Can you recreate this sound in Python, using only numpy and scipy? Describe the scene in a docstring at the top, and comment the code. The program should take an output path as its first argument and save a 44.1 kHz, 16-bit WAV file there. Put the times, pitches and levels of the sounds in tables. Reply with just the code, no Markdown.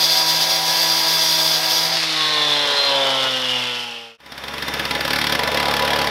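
"""Cut-off saw on concrete

A two-stroke saw grinds through a concrete block in a yard: the engine sounds harmonics of its crank
speed, and crushed grit sets the steel blade ringing. The throttle is let go, the blade lifts clear,
whirrs and sings as it coasts, and the sound fades out. A second scene fades in: the saw idles
unevenly, each firing striking its casing, beside the rush and whine of a vacuum."""
import sys
import numpy as np
from scipy import signal
from scipy.fft import rfft, irfft
from scipy.io import wavfile
from scipy.ndimage import uniform_filter1d

SR = 44100
rng = np.random.default_rng(int(sys.argv[2]) if len(sys.argv) > 2 else 0)


def unload_wav(signal):
    """Save mono or channel-first audio to the path in sys.argv[1] as 16-bit WAV at rate SR, clipped to [-1, 1]."""
    wavfile.write(
        sys.argv[1],
        SR,
        np.round(np.clip(np.atleast_2d(signal).T, -1, 1) * 32767).astype(np.int16),
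    )


N = 269010
T = np.arange(N) / SR
RELEASE_S, SCENE_CHANGE_S = 1.97, 4.177  # the throttle closes; the idle scene begins

# crank speed at full throttle, sagging as the blade bites: t/s, f/Hz
FULL_SPEED = [(0, 161.9), (0.35, 161.5), (0.5, 162.7), (0.75, 163.6), (1.05, 162.5), (1.3, 160.4),
              (1.68, 160.8), (1.95, 164.35)]
# midrange of the engine as the saw is lifted and swung round: t/s, relative level/dB
SWING_LEVEL = [(2.0, -34), (2.11, -36), (2.206, -32), (2.422, -26), (3.088, -22), (3.148, -24),
               (3.262, -22), (3.282, -28), (3.65, -33)]
# bending modes of the steel disc: f/Hz, relative level/dB
DISC_MODES = [(2665, -45), (3101, -44), (3440, -38), (3510, -38), (3784, -44), (3962, -42), (4258, -39),
              (4328, -40), (4791, -33), (5238, -38), (5626, -38), (5755, -43), (5997, -46), (6433, -50),
              (6595, -50), (6826, -52), (7951, -55), (9351, -53), (10584, -50), (11676, -51), (12193, -53),
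              (12656, -54), (13189, -48), (13345, -49), (14626, -58)]


def amp(db):
    """Amplitude ratio of a level in decibels."""
    return 10 ** (np.asarray(db) / 20)


def unit(x):
    """Normalisation to rms 1."""
    return x / np.sqrt(np.mean(x ** 2) + 1e-20)


def curve(rows):
    """Linear interpolation of (t/s, value) rows."""
    return np.interp(T, *np.transpose(rows))


def ramp(start, length):
    """Linear rise from 0 to 1."""
    return np.clip((T - start) / length, 0, 1)


def bell(x, centre, width):
    """Gaussian of height 1, down to 1/e at centre +- width."""
    return np.exp(-((x - centre) / width) ** 2)


def noise():
    """White Gaussian noise."""
    return rng.standard_normal(N)


def wander(hz):
    """Low-pass noise of rms 1: a slow random fluctuation."""
    return unit(irfft(rfft(noise()) / (1 + (np.fft.rfftfreq(N, 1 / SR) / hz) ** 4), N))


def colour(x, spectrum):
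    """Minimum-phase filter of unit energy, from (f/Hz, level/dB) rows."""
    hz, db = np.transpose(spectrum)
    f = abs(np.fft.fftfreq(8192, 1 / SR)) + 1
    octaves_outside = np.maximum(np.log2(hz[0] / f), 0) + np.maximum(np.log2(f / hz[-1]), 0)
    level = np.interp(np.log(f), np.log(hz), db) - 20 * octaves_outside
    log_gain = np.log(amp(np.maximum(level, -100)))
    taps = np.fft.ifft(np.exp(np.conj(signal.hilbert(log_gain)))).real[:len(f) // 2]
    return signal.oaconvolve(x, taps / np.linalg.norm(taps))[:N]


def resonate(x, hz, width):
    """Damped resonator of peak gain 1, with a steady or moving centre; bandwidth in Hz."""
    r = np.exp(-np.pi * width / SR)
    if np.ndim(hz) == 0:
        return 2 * signal.lfilter([1 - r], [1, -r * np.exp(2j * np.pi * hz / SR)], x).real
    carrier = np.exp(2j * np.pi * np.cumsum(hz) / SR)
    return 2 * (carrier * signal.lfilter([1 - r], [1, -r], x / carrier)).real


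def orders(turns, table, flutter):
    """Rotational orders: tones at multiples of a shaft's speed, each wavering in amplitude."""
    knots = np.linspace(0, T[-1], num=70)
    tones = 0
    for order, db in table:
        waver = 1 + flutter * np.interp(T, knots, rng.standard_normal(len(knots)))
        tones = tones + amp(db) * waver * np.cos(2 * np.pi * (order * turns + rng.random()))
    return np.sqrt(2) * tones


def strokes(turns, decay_turns, floor, uneven_db):
    """Amplitude modulation by one decaying pulse a turn, with a random spread in strength."""
    size = amp(uneven_db * rng.standard_normal(N))[np.floor(turns).astype(int)]
    return unit(floor + size * np.exp(-(turns % 1) / decay_turns))


def crank():
    """Drag slows the unpowered crank exponentially; firing adds jitter: (speed/Hz, load, turns)."""
    drag_per_s, sag, sag_s = .1577, .0163, .2
    coast_s = np.maximum(T - FULL_SPEED[-1][0], 0)
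    first_sag = sag * (1 - np.exp(-coast_s / sag_s))
    speed = curve(FULL_SPEED) * np.exp(-drag_per_s * coast_s - first_sag)
    load = np.clip((RELEASE_S - T) / 0.027 + .5, 0, 1)
    jitter = (.0007 + .002 * load) * wander(30)
    return speed, load, np.cumsum(speed * (1 + jitter)) / SR


def slowing(speed, power):
    """Power law of amplitude against speed, 1 at the start of coasting."""
    return (speed / FULL_SPEED[-1][1]) ** power


def muffler(hz):
    """Resonance gain: muffler and housing lift each order that passes through their peaks."""
    # resonance peaks: f/Hz, half width/Hz, gain/dB
    peaks = [(441, 34, 12.5), (550, 50, 10), (677, 20, 12), (826, 36, 8.5), (980, 30, 6.5), (1077, 48, 7),
             (1374, 86, 5.5), (1780, 48, 2), (2060, 140, 4.5), (2940, 130, 5.5)]
    grid = np.arange(SR // 10)
    gain_db = sum(db * bell(grid, centre, width) for centre, width, db in peaks)
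    return amp(np.interp(hz, grid, gain_db))


def engine_tones(speed, load, turns):
    """Periodic firing gives a harmonic series that sinks with the speed; the blade adds its own tones."""
    # exhaust note: order, level in the cut/dB, level coasting/dB (both ahead of the muffler)
    exhaust_orders = [(1, -41.5, -43), (2, -41.5, -37.5), (3, -55, -49), (4, -38.5, -41)]
    # upper harmonics under load: order, relative level/dB
    loaded_orders = [(6, -3), (8, -16.5), (10, -9.5), (12, -12.5), (13, -11.5), (14, -12)]
    # tones of the belt-driven blade in the cut: crank order, relative level/dB
    blade_orders = [(2.35, -18), (3.37, -17), (4.71, -7), (10.37, -12)]
    # upper harmonics when coasting: order, relative level/dB
    coast_orders = [(5, -9), (6, -9.5), (7, -6), (8, -11), (9, -17), (10, -7.5), (11, -7.5), (12, -6.5),
                    (13, -9.5), (14, -10.5), (15, -10.5), (16, -11), (17, -10.5), (18, -11), (19, -8),
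                    (20, -10), (22, -3), (23, -19)]
    swing_db = curve(SWING_LEVEL)
    facing = amp(0.4 * (swing_db - swing_db[T < SCENE_CHANGE_S].mean()))
    dip = amp(-10 * bell(T, centre=2.79, width=0.12))  # the bass dips as the saw is turned
    bass = dip * slowing(speed, power=1.3)
    note = 0
    for k, cut_db, coast_db in exhaust_orders:
        gain = load * amp(cut_db) + (1 - load) * amp(coast_db) * (bass if k <= 2 else facing)
        note = note + gain * muffler(k * speed) * orders(turns, [(k, 0)], flutter=0.26)
    loaded = amp(-29.5) * orders(turns, loaded_orders, flutter=0.29)
    belt_slip = 0.006 * wander(7.1)
    blade = amp(-32.5) * orders(turns + belt_slip, blade_orders, flutter=1.0)
    buzz = sum(muffler(k * speed) * orders(turns, [(k, db)], flutter=0.41) for k, db in coast_orders)
    coasting = amp(-30.5) * ramp(RELEASE_S, 0.15) * facing ** 0.57 * slowing(speed, power=2.47)
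    return note + load * (loaded + blade) + coasting * buzz


def clatter(speed, load, turns):
    """Pulse-modulated noise: piston and exhaust give a dull knock and a bright rasp once a turn."""
    # spectrum of the knock: f/Hz, relative level/dB
    knock_spectrum = [(18, -55), (30, -20), (96, -21), (134, -15), (184, -14.5), (247, -6), (271, -7.5),
                      (333, -12), (519, 4), (579, 1), (903, 5.5), (2500, -9.5), (3250, -29), (5500, -120)]
    # spectrum of the rasp: f/Hz, relative level/dB
    rasp_spectrum = [(600, -5.5), (1300, -5), (2000, -0.5), (2700, -0.5), (4400, 1), (5400, 0.5),
                     (6100, -8.5), (7200, -14.5), (12000, -19), (16000, -35)]
    # ragged bangs as the throttle closes: t/s, level/dB
    last_bangs = [(1.925, -28.5), (1.953, -27), (2.001, -26.5), (2.027, -27)]
    knock = colour(noise() * strokes(turns, decay_turns=0.51, floor=0.1, uneven_db=0), knock_spectrum)
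    rasp = colour(noise() * strokes(turns, decay_turns=0.67, floor=1, uneven_db=4), rasp_spectrum)
    knock_gain = load * amp(-32) + (1 - load) * amp(curve(SWING_LEVEL) - 5.5)
    rasp_gain = load * amp(-26.5) + (1 - load) * amp(-23.5) * slowing(speed, power=2.03)
    bangs = sum(amp(db) * (T > s) * np.exp(-abs(T - s) / 0.0085) for s, db in last_bangs)
    return knock_gain * knock + (rasp_gain + bangs) * rasp


def grinding(speed):
    """Random forcing: diamond segments crush grit in bites that excite the disc: (scrape, ring)."""
    # how hard the blade is pressed into the concrete: t/s, relative level/dB
    pressure = [(0.02, -16), (0.348, -17.5), (1.178, -18.5), (1.188, -16.5), (1.51, -19.5), (1.546, -12),
                (1.578, -19), (1.86, -16.5)]
    # spectrum of the grinding contact: f/Hz, relative level/dB
    grind_spectrum = [(400, -24), (1000, -31.5), (2900, -15.5), (3400, 0.5), (3900, -6.5), (4500, -2),
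                      (4850, 7), (5050, -2.5), (5800, -11), (6500, -11), (7200, -35)]
    # spectrum of the grit spray: f/Hz, relative level/dB
    spray_spectrum = [(4000, -14), (7000, -3.5), (9400, 3), (11200, -0.5), (12200, 4.5), (13300, 5.5),
                      (14200, -2), (15700, -0.5)]
    lift_off_s, grind_fall_db_per_s, spray_fall_db_per_s = 1.86, 48, 120
    blade_turns = np.cumsum(speed * 0.41) / SR
    bite = unit(amp(1.44 * wander(14) + 0.41 * wander(170) + 0.33 * np.sin(2 * np.pi * blade_turns)))
    grit = bite * unit(noise() * amp(2 * noise()))
    clear_s = np.maximum(T - lift_off_s, 0)
    press = amp(curve(pressure) - grind_fall_db_per_s * clear_s)
    spray = amp(-31 - spray_fall_db_per_s * clear_s)
    scrape = amp(-3) * press * colour(grit, grind_spectrum) + spray * colour(grit, spray_spectrum)
    ring = 0
    for hz, db in DISC_MODES:
        mode = unit(resonate(resonate(noise(), hz, width=8 + .002 * hz), hz, width=90))
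        ring = ring + amp(db - 3 * clear_s * hz) * mode  # out of the cut, high modes die first
    return scrape, amp(23) * press * bite * ring


def rumble():
    """Low-frequency ambient noise: the faint rumble of the open air."""
    return amp(-57) * colour(noise(), [(25, -10), (60, -6), (85, -4), (160, -5), (300, -24)])


def whirr(speed, turns):
    """Flow noise from the rim slots: two bands sink with the speed and sweep over the disc modes."""
    air = 0
    for order, width_hz, db in [(23.13, 660, -0.9), (26.02, 850, -0.89)]:
        band = noise()
        for _ in range(3):
            band = resonate(band, order * speed, width_hz)
        air = air + amp(db) * unit(band)
    air = unit(air) * strokes(turns, decay_turns=0.96, floor=1, uneven_db=1)
    ring = sum(resonate(air, hz, width=25) for hz, _ in DISC_MODES[1:10])
    gain = amp(-21.5) * ramp(start=1.94, length=0.29) * slowing(speed, power=1.48)
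    return gain * (air + amp(-5) * ring)


def singing(speed):
    """Resonance at critical speeds: wavering disc modes swell in turn as the free blade slows."""
    # singing modes: f/Hz, critical crank speed/Hz, half width in crank speed/Hz, relative level/dB
    critical_modes = [(3514, 148, 4.5, -26), (4124, 145.5, 4, -32), (4124, 140.6, 2.1, -21),
                      (4791, 139, 4, -37), (3514, 137, 2.2, -27.5), (2870, 130.6, 2, -31),
                      (2870, 126.3, 1.4, -26)]
    tones = 0
    for hz, critical, width, db in critical_modes:
        phase = 2 * np.pi * hz * T + wander(10.6)
        waver = 1 + 0.23 * wander(35)
        tones = tones + amp(db) * bell(speed, critical, width) * waver * np.cos(phase)
    return amp(4) * tones


def firings():
    """Intermittent combustion: the idle fires every second to fourth turn: (t/s, turns, level/dB)."""
    # runs of evenly spaced firings: start t/s, turns per firing, relative level/dB
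    runs = [(4.2015, 4, -1), (4.437, 3, -3), (4.4819, 4, -2.5), (4.537, 3, -4), (4.623, 4, -1),
            (4.9087, 3, -1), (4.9502, 4, -.5), (5.005, 3, -1), (5.0511, 2, -1.5), (5.1045, 2, 1.5),
            (5.3495, 3, 1.5), (5.5162, 2, -.5)]
    idle_hz, last_firing_s = 71, 6.0705
    ends = [run[0] for run in runs[1:]] + [last_firing_s]
    rows = []
    for (start, step, db), end in zip(runs, ends):
        count = round((end - start) * idle_hz / step)
        rows += [(s, step, db) for s in np.linspace(start, end, count, endpoint=False)]
    times, steps, levels = np.transpose(rows + [(last_firing_s, *runs[-1][1:])])
    return times, np.cumsum(steps) - steps, levels - 11 + rng.standard_normal(len(times))


def idle_crank():
    """Flywheel inertia evens out the idle speed: (angle in turns, one impulse at each firing)."""
    times, fired_turns, db = firings()
    mean_turns = (T - times[0]) * fired_turns[-1] / (times[-1] - times[0])
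    lead = np.interp(T, times, fired_turns - np.interp(times, T, mean_turns))
    turns = mean_turns + uniform_filter1d(lead, size=4500)
    kicks = np.zeros(N)
    kicks[(np.interp(fired_turns, turns, T) * SR).astype(int)] = amp(db)
    return turns, kicks


def blasts(kicks, lead_s, rise_s, decay_s, linger):
    """Transient flow noise: gas bursts out as the port opens, dies fast, then lingers."""
    t = T[:SR // 10]
    attack = np.minimum(t / rise_s, 1) ** 2
    decay = np.exp(-np.maximum(t - rise_s, 0) / decay_s) + linger * np.exp(-t / 0.019)
    envelope = signal.oaconvolve(kicks, attack * decay)[:N]
    return np.roll(envelope, -int(lead_s * SR)) * np.tanh(noise())


def casing_ring(bang, metal):
    """Modal response: each bang strikes the casing alike, and its low modes ring on between firings."""
    # modes of casing and cooling fins: f/Hz, bandwidth/Hz, gain/dB
    modes = [(551, 23, 1), (834, 9.3, 7.5), (990, 15.5, 9.5), (1480, 49, -10.5), (1736, 39, 3),
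             (2030, 38, 2), (3290, 46, 4), (13450, 280, 14.5)]
    blow = colour(bang, [(500, 11), (1000, 3.5), (2000, 6.5), (5000, -13)])
    strike = amp(-2.5) * metal + amp(16.5) * blow
    return sum(amp(db) * resonate(strike, hz, width) for hz, width, db in modes)


def idle():
    """Impulsive excitation: firings thump and crack, the piston pumps and rattles: (beat, metal)."""
    # spectrum of a firing's metallic crack: f/Hz, relative level/dB
    crack_spectrum = [(150, -27), (370, -22), (450, -9), (1000, -2), (1250, -1), (2100, -1), (2700, -3.5),
                      (3400, -2.5), (4300, -2.5), (5400, -4), (6100, -17), (7100, -25), (15700, -35.5)]
    # spectrum of its bright edge: f/Hz, relative level/dB
    snap_spectrum = [(3000, -20), (6500, -1.5), (8500, 5.5), (11000, 7), (12500, 2), (13500, 12),
                     (14500, -13), (15700, -3)]
    # spectrum of its thump: f/Hz, relative level/dB
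    thump_spectrum = [(40, -16), (110, -4.5), (145, 1), (182, 3.5), (218, -1.5), (255, 7.5), (290, -3.5),
                      (328, 5.5), (370, -34), (430, 0.5), (800, -9.5), (1500, -18.5)]
    # spectrum of the casing's rattle: f/Hz, relative level/dB
    rattle_spectrum = [(100, -25), (350, -24), (450, 1.5), (1000, -3), (1300, -8), (2100, -13.5),
                       (2700, -12), (3400, -11.5), (5300, -27), (6800, -39), (15000, -51)]
    # harmonics of the piston's pumping: order, relative level/dB
    pump_orders = [(1, 1.5), (2, -4), (3, 1), (6, -2)]
    # two thin tones that ride on the rattle: order, relative level/dB
    thin_orders = [(11.47, -15), (13.62, -9)]
    busy_s, busy_rise_s = 5.38, 0.075  # the idle grows busier as the firings crowd together
    turns, kicks = idle_crank()
    busy = ramp(busy_s - busy_rise_s / 2, busy_rise_s)
    shake = amp(-30 + 7.5 * busy + 3 * (T - busy_s))  # a step on top of steady growth
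    crack_gas = blasts(kicks, lead_s=.003, rise_s=.0052, decay_s=.0055, linger=.33)
    snap_gas = blasts(kicks, lead_s=.004, rise_s=.006, decay_s=.005, linger=.08)
    knocks = noise() * strokes(turns, decay_turns=0.26, floor=0.4, uneven_db=3.5)
    metal = amp(-3) * (colour(crack_gas, crack_spectrum) + shake * colour(knocks, rattle_spectrum))
    snap = amp(-16) * colour(snap_gas, snap_spectrum)
    bang = np.roll(kicks, int(0.001895 * SR))
    thump = amp(9.5) * colour(bang, thump_spectrum)
    pump_wave = np.sqrt(2) * sum(amp(db) * np.cos(2 * np.pi * k * turns) for k, db in pump_orders)
    pump = amp(-45 + 2 * busy) * pump_wave
    thin = amp(-2) * shake * orders(turns + 0.0078 * wander(21), thin_orders, flutter=0.18)
    return pump + thin + thump + casing_ring(bang, metal) + snap, amp(-2) * metal


def vacuum():
    """Broadband and narrowband noise: the steady rush and breathy whine of the vacuum."""
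    # spectrum of the rush: f/Hz, relative level/dB
    rush_spectrum = [(18, -31), (30, -39), (258, -2), (755, -6), (981, -23), (1090, -1.5), (1750, -1.5),
                     (2730, -3), (3540, -11.5), (5390, -12), (7390, -25.5), (13500, -25), (15800, -32)]
    # bands of the whine: f/Hz, bandwidth/Hz, relative level/dB
    whine_bands = [(1724, 39, -41.5), (3586, 90, -35), (5520, 72, -50), (5600, 35, -47), (10800, 570, -53),
                   (13600, 350, -62)]
    whine = sum(amp(db) * unit(resonate(resonate(noise(), hz, width), hz, 2 * width))
                for hz, width, db in whine_bands)
    return amp(-29.5) * colour(noise(), rush_spectrum) + amp(-1.5) * whine


def yard(x):
    """Reflection: ground and walls add a thin, short scatter to the direct sound."""
    echoes_per_s, first_echo_s, reverberation_s = 1500, .008, 0.28
    t = T[:SR // 2]
    echoes = rng.standard_normal(len(t)) * (rng.random(len(t)) < echoes_per_s / SR)
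    response = echoes * (t > first_echo_s) * amp(-60 * t / reverberation_s)
    return x + amp(-10.5) * signal.oaconvolve(x, response / np.linalg.norm(response))[:N]


def scene():
    """Superposition, first the cut and then the idle: tones arrive direct, noisy parts with echoes."""
    speed, load, turns = crank()
    scrape, ring = grinding(speed)
    beat, metal = idle()
    tones = engine_tones(speed, load, turns) + ring + singing(speed)
    cutting = tones + yard(clatter(speed, load, turns) + scrape + whirr(speed, turns))
    idling = beat + yard(metal + vacuum())
    return (np.where(T < SCENE_CHANGE_S, cutting, idling) + rumble())[None]


def record(dry):
    """Saturation in the microphone rounds the peaks; two fades meet in silence; a low-pass follows."""
    ceiling, fade_out_s, fade_in_s, cutoff_hz = .7, 0.62, 0.59, 15790
    rounded = dry / (1 + abs(dry / ceiling) ** 4) ** .25
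    fade = 1 - ramp(SCENE_CHANGE_S - fade_out_s, fade_out_s) + ramp(SCENE_CHANGE_S, fade_in_s)
    low_pass = signal.firwin(801, cutoff_hz, window=("kaiser", 9), fs=SR)
    return signal.oaconvolve(rounded * fade, low_pass[None], "same")


dry = scene()
out = record(dry)
unload_wav(out)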